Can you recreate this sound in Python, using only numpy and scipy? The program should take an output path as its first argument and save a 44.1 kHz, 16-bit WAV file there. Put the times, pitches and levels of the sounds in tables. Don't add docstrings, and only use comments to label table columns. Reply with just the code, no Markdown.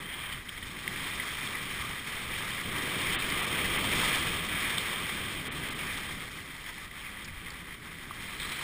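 import sys
import numpy as np
from scipy import signal
from scipy.fft import rfft, irfft
from scipy.io import wavfile
from scipy.ndimage import uniform_filter1d

SR = 44100
rng = np.random.default_rng(int(sys.argv[2]) if len(sys.argv) > 2 else 0)


def to_wav(s):
    ch = np.atleast_2d(s).T
    pcm = np.round(np.clip(ch, -1, 1) * 32767)
    wavfile.write(sys.argv[1], SR, pcm.astype(np.int16))


N = 380583
TIME = np.arange(N) / SR
FREQ = np.maximum(np.fft.rfftfreq(4096, 1 / SR), 1)

# (time [s], pressure as level [dB])
PRESSURE = [(0, -44.5), (0.24, -40), (.35, -43.5), (0.44, -48), (0.53, -44.5), (0.78, -43), (1.0, -39),
            (1.33, -39), (1.46, -37.5), (1.6, -39.5), (1.82, -38.5), (2.02, -41.5), (2.15, -39.5),
            (2.65, -37.5), (3.05, -34), (3.85, -33), (4.07, -30), (4.45, -36.5), (4.65, -34), (5.5, -39.5),
            (5.92, -39.5), (6.5, -46.5), (6.8, -47), (7.0, -46), (8.12, -46.5), (8.3, -43), (8.63, -39.5)]
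# (time [s], treble level relative to the pressure [dB])
BITE = [(0.0, -11), (0.28, -15), (0.45, -7.5), (2.8, -10.5), (3.75, -11.5), (4.03, -8.5), (4.25, -10.5),
        (5.6, -10.5), (6.3, -7), (7.5, -11), (7.9, -9), (8.45, -7.5)]
# (middle [s], half length to 1/e of the drop [s], drop [dB])
LIFTS = [(2.67, .05, 2.5), (4.48, 0.0098, 3.5), (5.755, 0.033, 1), (6.885, 0.03, 5), (7.79, 0.036, 3)]
# (frequency [Hz], relative level [dB])
SNOW_SPECTRUM = [(150, -25.5), (400, -15.5), (700, -14.5), (1000, -9.5), (1500, -10), (2200, -9),
                 (2750, -11.5), (3500, -13), (3900, -10.5), (4450, -13.5), (5700, -11.5), (6600, -23)]
# (frequency [Hz], full width at half the boost [Hz], boost [dB])
CASE_RESONANCES = [(1208, 264, 6.5), (1650, 260, 2.5), (2034, 314, 4), (2378, 230, 5), (3228, 370, 8),
                   (3608, 190, 8.5), (4110, 120, 2.5)]
STEADY_DB = -36
PACKING_DB, EDGE_DB, SLIDE_DB = -7, 0.5, -0.75
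FINE_DB, FINE_PER_DB = 2, 0.32
BUMPS_PER_S, BUMP_DB, BUMP_PER_DB = 20, 0.38, 0.0767
RING_HZ, RING_WIDTH_HZ, RING_DB, RING_PER_DB = 1980, 140, -12, 0.5

# (time [s], relative level [dB])
AIR = [(0, -50), (.22, -51), (0.5, -53), (0.95, -46.5), (1.3, -48.5), (1.65, -46), (2.15, -47.5),
       (2.33, -46.5), (2.57, -46.5), (2.76, -39.5), (3.4, -41), (3.85, -38), (4.5, -42), (5.0, -44),
       (5.6, -43), (6.25, -47.5), (6.7, -54), (8.0, -51), (8.63, -48)]
# (time [s], relative level [dB])
BUFFETS = [(0, -50), (1.5, -50.5), (2.85, -50.5), (3.4, -46), (4.1, -47), (4.8, -50.5), (5.7, -50),
           (6.7, -52), (7.8, -53), (8.63, -51.5)]
# (middle [s], half length to 1/e [s], level [dB])
GUSTS = [(.33, 0.083, -50), (.67, 0.045, -46), (2.68, 0.065, -45), (3.12, 0.051, -43), (3.7, .06, -43),
         (4.352, .05, -42), (5.6, .08, -46), (7.35, 0.067, -47)]
# (frequency [Hz], relative level [dB])
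LARGE_EDDIES = [(10, -1.5), (25, 2), (45, -0.5), (80, 0.5), (120, -7), (250, -33), (700, -62)]
MIDDLING_EDDIES = [(40, -19.5), (100, -4.5), (160, -2), (250, -6), (400, -12), (700, -27.5), (1500, -51)]
SMALL_EDDIES = [(60, -11), (180, -4), (300, -0.5), (400, 0), (700, -10), (1500, -31)]

# (middle [s], half length to 1/e [s], level [dB], pitch [Hz])
SKIDS = [(.18, 0.2, -47, 3220), (8.5, 0.22, -51.5, 4040)]
SKID_WIDTH_HZ = 260
# (time [s], relative level [dB], decay to 1/e [s], pitch [Hz])
SCRAPES = [(.212, -38.5, 0.058, 2120), (.320, -29, 0.02, 3030), (.486, -28.5, 0.009, 3180),
           (.628, -34, .012, 3200), (.916, -29.5, .008, 1950), (.957, -27, 0.012, 2200),
           (1.030, -37, 0.011, 4300), (1.42, -33, 0.042, 2200), (1.465, -31, 0.019, 3300),
           (1.549, -27.5, 0.011, 2000), (1.79, -35.5, 0.084, 1130), (2.068, -29.5, 0.019, 2370),
           (2.117, -33, .018, 2400), (2.151, -26, 0.0066, 3300), (2.33, -30, 0.019, 2400),
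           (2.482, -35, .03, 2050), (2.595, -30.5, 0.019, 2100), (2.855, -31, .03, 2000),
           (3.062, -29, 0.03, 2200), (3.22, -24.5, .017, 2400), (3.77, -23, 0.023, 2330),
           (4.107, -23, 0.0098, 2200), (4.64, -27.5, 0.033, 2180), (4.779, -17.5, 0.0059, 3300),
           (5.784, -32, 0.05, 2500), (5.86, -34, 0.088, 2250), (6.103, -34, 0.025, 2100),
           (6.684, -44, 0.018, 2010), (7.034, -35, 0.063, 2190), (7.274, -34.5, 0.016, 2200),
           (8.281, -32, .008, 2200), (8.325, -35, .012, 2100), (8.396, -31, 0.016, 3700),
           (8.415, -31, .022, 3600), (8.512, -29, 0.022, 2200), (8.526, -31, .006, 4200),
           (8.586, -31, .016, 2400)]
# (time [s], level [dB], pitch [Hz], 60 dB decay [s], crack level relative to the knock [dB])
KNOCKS = [(.6255, -30, 1950, .016, -12), (.766, -31, 2050, .012, -12), (0.8764, -18, 2010, 0.01, -8.5),
          (1.197, -21.5, 2000, 0.024, -13), (3.321, -21, 2150, .012, -14), (5.281, -28, 2100, .012, -16),
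          (6.387, -31, 2040, 0.015, -15), (6.661, -32, 2050, .014, -14), (6.911, -35.5, 2030, 0.02, -13),
          (7.465, -32, 2060, .012, -8), (8.108, -27.5, 1160, 0.02, -18)]
# (frequency [Hz], relative level [dB])
CRACK_SPECTRUM = [(600, -26), (1300, -22), (1900, -6), (3300, 13), (4200, -5), (5700, -8)]
# (middle [s], half length to 1/e of the drop [s], drop [dB])
DROPOUTS = [(3.173, .013, 24), (3.416, .004, 10), (3.46, .004, 12), (3.78, .005, 12), (5.498, .014, 24),
            (5.70, .005, 15), (5.742, .006, 10)]
DROPOUT_HZ = 4000
# (lower edge [Hz], upper edge [Hz])
HOLLOW_HZ = (11150, 12950)
# (time [s], level [dB], decay to 1/e [s])
CHIPS = [(3.3, -32, .004), (7.243, -42, 0.013), (7.502, -38.5, 0.0045)]
# (frequency [Hz], relative level [dB])
ICE_SPECTRUM = [(2000, -30), (3800, -18), (4500, -1), (5700, -4), (6500, -13)]
HOLD_HZ, TOP_HZ = 12000, 15350


def undb(db):
    return 10 ** (np.asarray(db) / 20)


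def unit(x):
    return x / np.std(x)


def curve(table):
    seconds, level_db = np.transpose(table)
    return np.interp(TIME, seconds, level_db)


def walk(rate):
    step = int(SR / rate)
    targets = rng.standard_normal(N // step + 1)
    return unit(uniform_filter1d(np.repeat(targets, step), step)[:N])


def swell(middle, half):
    return np.exp(-((TIME - middle) / half) ** 2)


def dips(table):
    return -sum(db * np.exp(-((TIME - middle) / half) ** 4) for middle, half, db in table)


def colour(x, points, resonances=()):
    hz, db = np.transpose(points)
    shape_db = np.interp(np.log(FREQ), np.log(hz), db)
    for centre, width, boost in resonances:
        shape_db = shape_db + boost * 2 ** -((2 * (FREQ - centre) / width) ** 2)
    cepstrum = irfft(np.log(undb(shape_db)))
    cepstrum[1:len(FREQ) - 1] *= 2
    cepstrum[len(FREQ):] = 0
    response = irfft(np.exp(rfft(cepstrum)))
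    return signal.oaconvolve(x, response)[:len(x)]


def split(x, hz):
    low = signal.sosfiltfilt(signal.butter(6, hz, fs=SR, output="sos"), x)
    return low, x - low


def crystals(rate, spread_db, hiss_db):
    sizes = undb(spread_db * np.minimum(rng.exponential(size=N), 5))
    snaps = (rng.random(N) < rate / SR) * sizes * rng.choice([-1, 1], N)
    return unit(unit(snaps) + undb(hiss_db) * rng.standard_normal(N))


def crumbles(rate, fade_s):
    jolts = (rng.random(N) < rate / SR) * rng.uniform(0.2, 1, N)
    load = signal.lfilter([1], [1, -np.exp(-1 / (fade_s * SR))], jolts)
    return unit(load - load.mean())


def ring(contact, slack_db):
    taps = contact * crystals(rate=260, spread_db=3.0, hiss_db=-10)
    mode = signal.iirpeak(RING_HZ, RING_HZ / RING_WIDTH_HZ, fs=SR)
    ringing = signal.lfilter(*mode, colour(taps, SNOW_SPECTRUM, CASE_RESONANCES))
    return unit(ringing) * undb(RING_DB + RING_PER_DB * slack_db)


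def skis(crust_weight=0.2524, chatter_weight=-0.05, loosening=0.027, grip_db=1.3, shift_db=1.5,
         blending=0.16, patchy_db=1.0):
    pressure_db, bite_db = curve(PRESSURE), curve(BITE)
    slack_db = STEADY_DB - pressure_db
    bumps_db = (BUMP_DB + BUMP_PER_DB * slack_db) * walk(BUMPS_PER_S)
    looseness_db = 3.0 + np.clip(loosening * slack_db, 0, 1.5)
    jolting = crust_weight * crumbles(rate=90, fade_s=0.011) + chatter_weight * walk(170)
    contact = undb(looseness_db * jolting)

    crunch = contact * crystals(rate=1500, spread_db=2.1, hiss_db=2)
    pack, _ = split(colour(crunch, SNOW_SPECTRUM, CASE_RESONANCES), 1450)
    pack = unit(pack) * undb(PACKING_DB + patchy_db * walk(25))

    smooth = undb(-blending * slack_db)
    grains = crystals(rate=1900, spread_db=0.5, hiss_db=-4.5) + smooth * rng.standard_normal(N)
    grains = grains / np.sqrt(1 + smooth ** 2)
    _, friction = split(colour(contact * grains, SNOW_SPECTRUM, CASE_RESONANCES), 1400)
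    slide, edge = split(friction, 3500)

    coarse, fine = split(slide, 2200)
    fineness = undb(FINE_DB - FINE_PER_DB * slack_db + shift_db * walk(30))
    slide = (unit(coarse) + fineness * unit(fine)) / np.sqrt(1 + fineness ** 2)

    edge = unit(edge * undb(grip_db * walk(140))) * undb(bite_db + EDGE_DB)
    layers = pack + slide * undb(SLIDE_DB) + edge + ring(contact, slack_db)
    return undb(pressure_db + bumps_db + dips(LIFTS)) * layers


def wind(full_db=-38.0, brightening=1.02, buffet_db=0.8, flutter_db=0.28, unsteady_db=2.0):
    air_db, rumble_db = curve(AIR), curve(BUFFETS)
    spectra = (LARGE_EDDIES, MIDDLING_EDDIES, SMALL_EDDIES)
    large, middling, small = (unit(colour(rng.standard_normal(N), shape)) for shape in spectra)
    speed_db = uniform_filter1d(air_db, SR) - full_db
    share = undb(brightening * speed_db)
    flutter = (middling + share * small) / np.sqrt(1 + share ** 2)
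    flutter_gain = undb(air_db + flutter_db + buffet_db * walk(20))
    gusts = sum(undb(db) * swell(middle, half) for middle, half, db in GUSTS)
    rumble_gain = np.hypot(undb(rumble_db + unsteady_db * walk(12)), gusts)
    return flutter * flutter_gain + large * rumble_gain


def skids(rough_db=3.0):
    out = np.zeros(N)
    for middle, half, db, hz in SKIDS:
        limits = [hz - SKID_WIDTH_HZ / 2, hz + SKID_WIDTH_HZ / 2]
        band = signal.butter(2, limits, "bandpass", fs=SR, output="sos")
        grains = crystals(rate=1000, spread_db=2.5, hiss_db=-11) * undb(rough_db * walk(90))
        out += unit(signal.sosfilt(band, grains)) * undb(db) * swell(middle, half)
    return out


def scrapes(rise_s=0.0013, scrape_db=-5.5, focus_db=16, focus_width=0.5):
    out, age = np.zeros(N + SR), TIME[:SR // 8]
    grains = crystals(rate=2200, spread_db=2.4, hiss_db=-2)
    for k, (s, db, length, hz) in enumerate(SCRAPES):
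        force = (1 - np.exp(-age / rise_s)) * np.exp(-(age / length) ** 2)
        focus = (hz, focus_width * hz, focus_db)
        own_grains = grains[k * len(age):(k + 1) * len(age)]
        burst = colour(own_grains, SNOW_SPECTRUM, [*CASE_RESONANCES, focus])
        start = int(s * SR)
        out[start:start + len(age)] += undb(db + scrape_db) * force * unit(burst)
    return out[:N]


def knocks(rise_s=0.0015, crack_s=0.0017):
    out, age = np.zeros(N), TIME[:SR // 10]
    push, after = np.minimum(age / rise_s, 1), np.maximum(age - rise_s, 0)
    for s, db, hz, t60, crack_db in KNOCKS:
        mode = np.exp(-np.log(1000) * after / t60) * np.sin(2 * np.pi * hz * age)
        snap = unit(colour(rng.standard_normal(len(age)), CRACK_SPECTRUM))
        crack = undb(crack_db) * np.exp(-after / crack_s) * snap
        start = int(s * SR)
        out[start:start + len(age)] += undb(db) * push * (mode + crack)
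    return out


def flicker(x):
    body, treble = split(x, DROPOUT_HZ)
    hollow = signal.butter(14, HOLLOW_HZ, "bandstop", fs=SR, output="sos")
    return signal.sosfilt(hollow, body + treble * undb(dips(DROPOUTS)))


def chips(rise_s=0.00066):
    out, age = np.zeros(N), TIME[:SR // 20]
    for s, db, length in CHIPS:
        force = (1 - np.exp(-age / rise_s)) * np.exp(-(age / length) ** 2)
        snap = unit(colour(rng.standard_normal(len(age)), ICE_SPECTRUM))
        start = int(s * SR)
        out[start:start + len(age)] += undb(db) * force * snap
    return out


def scene():
    return (skis() + wind() + skids() + scrapes() + knocks() + chips())[None]


def record(dry):
    narrow = signal.sosfilt(signal.butter(36, 5720, fs=SR, output="sos"), dry)
    coarse = signal.resample_poly(narrow, HOLD_HZ, SR, axis=1, window=("kaiser", 3))
    steps = np.repeat(coarse, 4, axis=1)
    held = signal.resample_poly(steps, SR, 4 * HOLD_HZ, axis=1)[:, :N]
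    top_cut = signal.ellip(10, .2, 70, TOP_HZ, fs=SR, output="sos")
    return signal.sosfilt(top_cut, flicker(held))


dry = scene()
out = record(dry)
to_wav(out)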